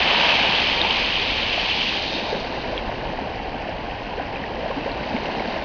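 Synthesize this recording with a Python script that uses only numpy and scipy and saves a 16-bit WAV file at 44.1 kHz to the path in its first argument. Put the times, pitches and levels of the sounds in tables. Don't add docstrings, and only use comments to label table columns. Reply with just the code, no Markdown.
import sys
import numpy as np
from scipy import signal
from scipy.fft import rfft, irfft, next_fast_len
from scipy.io import wavfile

SR = 44100
rng = np.random.default_rng(int(sys.argv[2]) if len(sys.argv) > 2 else 0)


def to_wav(s):
    ch = np.atleast_2d(s).T
    pcm = np.round(np.clip(ch, -1, 1) * 32767)
    wavfile.write(sys.argv[1], SR, pcm.astype(np.int16))


N = 248724

# (peak time [s], churn level [dB], spray level [dB])
CREST_STAGES = [(0.02, -29.5, -21), (0.13, -30, -25), (0.26, -25, -22), (0.40, -33, -23.5),
                (0.57, -36, -25.5), (0.82, -29.5, -30.5), (0.98, -44.5, -27)]
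# (time [s], level [dB])
LAP_VIGOUR = [(0, 1.5), (.5, 1), (1.15, -2), (1.85, -1.6), (2.2, 0.8), (2.6, 0.3), (3.0, -0.5),
              (3.35, -1.5), (4.0, -2.5), (4.4, -1.8), (4.95, 0.5), (5.3, 2), (5.55, 2), (5.64, -1)]
# (time [s], level [dB])
BREEZE_LEVELS = [(0, -39.5), (.9, -37), (2.3, -38.5), (3.0, -35), (3.8, -38), (4.9, -37.5), (5.64, -41)]
# (time [s], level [dB], pitch [Hz])
DROPS = [(0.258, -26, 3200), (0.815, -5.5, 3675), (0.908, -8, 3080), (2.778, -15, 3260), (2.789, -24, 2280),
         (4.358, -22.5, 2500), (4.439, -20.5, 1890), (4.711, -19.5, 1044), (4.917, -23, 4200),
         (5.165, -18, 2180), (5.257, -19.5, 2800), (5.396, -21.5, 2200), (5.476, -25, 4430)]
# (time [s], level [dB], start pitch [Hz], climb [octaves/s], decay time [s])
AIR_POCKETS = [(0.805, -24, 326, 2.1, 0.015), (.845, -16.5, 854, 8.8, 0.015), (1.574, -15, 670, 7, .005),
               (2.323, -16.5, 400, 27, .007), (2.339, -22, 490, 20, .012), (2.565, -23, 602, 26, 0.01),
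               (2.723, -26, 532, 32, .018), (2.752, -23, 470, 8, 0.012), (3.683, -22, 547, 26, 0.013),
               (4.130, -23, 758, 18, 0.0045), (4.173, -21, 368, 39, 0.016), (4.195, -18.5, 660, 18, 0.0053),
               (4.586, -20, 485, 5, 0.0034), (4.624, -23, 440, 34, 0.016), (4.656, -19, 638, 5.5, .006),
               (4.698, -20, 354, 70.6, .009), (4.762, -20.5, 261, 5, .028), (4.856, -17.5, 408, 34.2, .008),
               (4.873, -18.5, 560, 33, 0.0064), (5.102, -21.5, 782, 16, 0.0069),
               (5.128, -23, 480, 35, .012), (5.134, -17, 200, 15.7, 0.011), (5.557, -20.5, 576, 21, 0.0077)]
# (frequency [Hz], relative level [dB])
BREAKER_SPECTRUM = [(260, -30), (450, -8), (568, -7.5), (688, -7), (907, -1.5), (1250, -12), (1600, -23),
                    (2080, -43), (3520, -120)]
FOAM_SPECTRUM = [(650, -40), (1100, -9), (1330, -14), (1960, -11.5), (2460, -3.5), (3130, -3), (3490, -9),
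                 (4340, -12.5), (4960, -17.5), (5530, -27), (6170, -28.5), (6620, -35), (7100, -54.5),
                 (9230, -95), (15600, -120)]
TRICKLE_SPECTRUM = [(760, -36), (1300, -4.5), (1330, -2), (1500, 3.5), (1700, 4), (2280, 1.5), (2690, 3),
                    (3160, -2), (3490, -17.5), (3850, -10), (4400, -9.5), (4720, -9.5), (5130, -14.5),
                    (6340, -27.5), (7000, -48), (9100, -87), (15400, -120)]
SLOSH_SPECTRUM = [(190, -16), (330, -5), (595, -1.5), (794, -1), (1040, -8), (1190, -18), (1350, -25),
                  (1760, -42), (2970, -120)]
GURGLE_SPECTRUM = [(90, -22), (150, -2), (210, 2), (270, 1.5), (330, -3), (450, -14.5)]
BREEZE_SPECTRUM = [(12, -9), (25, 4), (62, 4), (85, -1.5), (130, -1), (200, -16.5), (400, -29)]
SEEP_SPECTRUM = [(3000, -18.5), (3650, 0.5), (4600, -5.5), (5500, -17.5), (6300, -21), (7100, -41.5)]


def from_db(db):
    return 10 ** (np.asarray(db) / 20)


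def unit_rms(x):
    return x / np.sqrt(np.mean(x ** 2) + 1e-20)


def power_sum(*gains):
    return np.sqrt(sum(g ** 2 for g in gains))


def level_curve(rows):
    times, levels = np.transpose(rows)
    return np.interp(np.arange(N) / SR, times, levels)


def swell(level_db, peak_s, rise_s, fall_s):
    t = np.arange(N) / SR - peak_s
    return from_db(level_db) * np.exp(np.where(t < 0, -.5 * (t / rise_s) ** 2, -t / fall_s))


def drift(corner_hz):
    step, settling = 40, 2000
    pole = np.exp(-2 * np.pi * corner_hz * step / SR)
    noise = rng.standard_normal(N // step + settling + 2)
    slow = signal.lfilter([1], [1, -2 * pole, pole ** 2], noise)[settling:]
    return np.interp(np.arange(N) / step, np.arange(len(slow)), unit_rms(slow))


def ring(impulses, hz, cycles):
    radius = np.exp(-np.log(1000) * hz / (cycles * SR))
    angle = 2 * np.pi * hz / SR
    return signal.lfilter([0, np.sin(angle)], [1, -2 * radius * np.cos(angle), radius ** 2], impulses + 1e-18)


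def coloured(x, spectrum):
    size = 2 * next_fast_len(N // 2 + 4096)
    hz, db = np.transpose(spectrum)
    log_hz = np.log(np.maximum(np.arange(size // 2 + 1) * SR / size, 1))
    outside = np.maximum(np.log(hz[0]) - log_hz, 0) + np.maximum(log_hz - np.log(hz[-1]), 0)
    gain = from_db(np.maximum(np.interp(log_hz, np.log(hz), db) - 60 * outside, -100))
    cepstrum = irfft(np.log(gain))[:size // 2]
    phase = rfft(2 * cepstrum, size).imag
    return unit_rms(irfft(rfft(x, size) * gain * np.exp(1j * phase))[:N])


def bubbles(low_hz, high_hz, per_s, cycles, spread_db, clump_db, pitches):
    born = np.flatnonzero(rng.random(N) < per_s / SR * from_db(clump_db * drift(corner_hz=14)))
    strength, sign, pitch = rng.random((N, 3))[born].T
    heights = from_db(-spread_db * np.log(np.maximum(strength, np.exp(-3)))) * np.sign(sign - .5)
    cloud = np.zeros(N)
    for k, hz in enumerate(np.geomspace(low_hz, high_hz, pitches)):
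        at_pitch = (pitch * pitches).astype(int) == k
        impulses = np.zeros(N)
        impulses[born[at_pitch]] = heights[at_pitch]
        cloud += ring(impulses, hz, cycles)
    return unit_rms(np.diff(cloud, prepend=0))


def water(near, spectrum, far_db):
    return coloured(near + from_db(far_db) * rng.standard_normal(N), spectrum)


def breaker():
    near = bubbles(460, 1530, per_s=1000, cycles=4.1, spread_db=-0.5, clump_db=1.0, pitches=12)
    return water(near, BREAKER_SPECTRUM, far_db=-0.5)


def crest_gains():
    churn = [swell(db, s, rise_s=0.12, fall_s=0.27) for s, db, _ in CREST_STAGES]
    spray = [swell(db, s, rise_s=0.12, fall_s=0.26) for s, _, db in CREST_STAGES]
    return power_sum(*churn), power_sum(*spray)


def foam():
    near = bubbles(1600, 5780, per_s=3200, cycles=13, spread_db=0, clump_db=1.4, pitches=32)
    return water(near, FOAM_SPECTRUM, far_db=1.0)


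def sheet_gain(level_db, rise_s, turn_s, drain_s):
    t = np.arange(N) / SR
    spreading = 1 - np.exp(-t / rise_s)
    draining = np.exp(-np.maximum(t - turn_s, 0) / drain_s)
    return from_db(level_db) * spreading * draining


def trickle():
    near = bubbles(1393, 6670, per_s=1300, cycles=16, spread_db=4.5, clump_db=1.5, pitches=32)
    return water(near, TRICKLE_SPECTRUM, far_db=5.0)


def lap_gain(level_db, db_per_db):
    return from_db(level_db + db_per_db * level_curve(LAP_VIGOUR))


def slosh():
    near = bubbles(344.5, 1510, per_s=1200, cycles=15.7, spread_db=2.37, clump_db=1.0, pitches=18)
    return water(near, SLOSH_SPECTRUM, far_db=6.0)


def gurgle():
    near = bubbles(164, 368, per_s=220, cycles=8.7, spread_db=-2.2, clump_db=0.55, pitches=6)
    return water(near, GURGLE_SPECTRUM, far_db=11.0)


def breeze():
    return from_db(level_curve(BREEZE_LEVELS)) * coloured(rng.standard_normal(N), BREEZE_SPECTRUM)


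def drips():
    pings = np.zeros(N)
    for s, level_db, hz in DROPS:
        impulse = np.zeros(N)
        impulse[round(s * SR)] = from_db(level_db)
        pings += ring(impulse, hz, cycles=50)
    return signal.sosfilt(signal.butter(4, [800, 4800], "band", fs=SR, output="sos"), pings)


def small_pockets(count=6, level_db=-26, centre_hz=724, max_climb=34, decay_s=0.007):
    return [(when * (N - 1) / SR, level_db, centre_hz * 2 ** (pitch - .5), max_climb * speed, decay_s)
            for when, pitch, speed in rng.random((count, 3))]


def gulps(swell_cycles=3.2, surface_octaves=1.4, overtone_db=-15.5, slap_db=-15, slap_s=0.02):
    tones, slaps = np.zeros(N), np.zeros(N)
    t = np.arange(SR // 6) / SR
    for s, level_db, hz, climb, decay_s in AIR_POCKETS + small_pockets():
        pitch = hz * 2 ** np.minimum(climb * t, surface_octaves)
        swell_s = swell_cycles / hz
        attack = np.sin(np.pi / 2 * np.minimum(t / swell_s, 1)) ** 2
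        decay = np.exp(-np.maximum(t - swell_s, 0) / decay_s)
        phase = 2 * np.pi * (np.cumsum(pitch) / SR + rng.random())
        partials = np.sin(phase) + from_db(overtone_db) * np.sin(2 * phase)
        tone = from_db(level_db) * attack * decay * partials
        slap = from_db(level_db + slap_db) * attack * np.exp(-t / slap_s)
        at = round(s * SR)
        tones[at:at + len(t)] += tone[:N - at]
        slaps[at:at + len(t)] += slap[:N - at]
    muffled = signal.sosfilt(signal.butter(6, 1110, fs=SR, output="sos"), tones)
    return muffled + slaps * coloured(rng.standard_normal(N), SLOSH_SPECTRUM)


def seep():
    near = bubbles(3400, 6000, per_s=3200, cycles=12, spread_db=8.0, clump_db=-2.5, pitches=12)
    return water(near, SEEP_SPECTRUM, far_db=1.0)


def scene():
    churn, spray = crest_gains()
    sheet = sheet_gain(level_db=-23.5, rise_s=0.14, turn_s=1.83, drain_s=0.32)
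    fizz = power_sum(spray, sheet, lap_gain(-43.5, db_per_db=0.36)) * foam()
    droplets = power_sum(from_db(-8.5) * spray, lap_gain(-36, db_per_db=0.8)) * trickle()
    crest = power_sum(churn, from_db(-16) * sheet, lap_gain(-40, db_per_db=0.7)) * breaker()
    edge = lap_gain(-30.5, db_per_db=0.82) * slosh() + lap_gain(-36.5, db_per_db=0.9) * gurgle()
    backwash = swell(-32.5, peak_s=2.04, rise_s=0.27, fall_s=0.43)
    next_wash = swell(-43.5, peak_s=5.45, rise_s=0.44, fall_s=0.43)
    crackle = power_sum(backwash, next_wash) * seep()
    return (crest + fizz + droplets + edge + breeze() + drips() + gulps() + crackle)[None]


def record(dry):
    cutoff_hz = 7200
    return signal.sosfilt(signal.ellip(12, .1, 80, cutoff_hz, fs=SR, output="sos"), dry)


dry = scene()
out = record(dry)
to_wav(out)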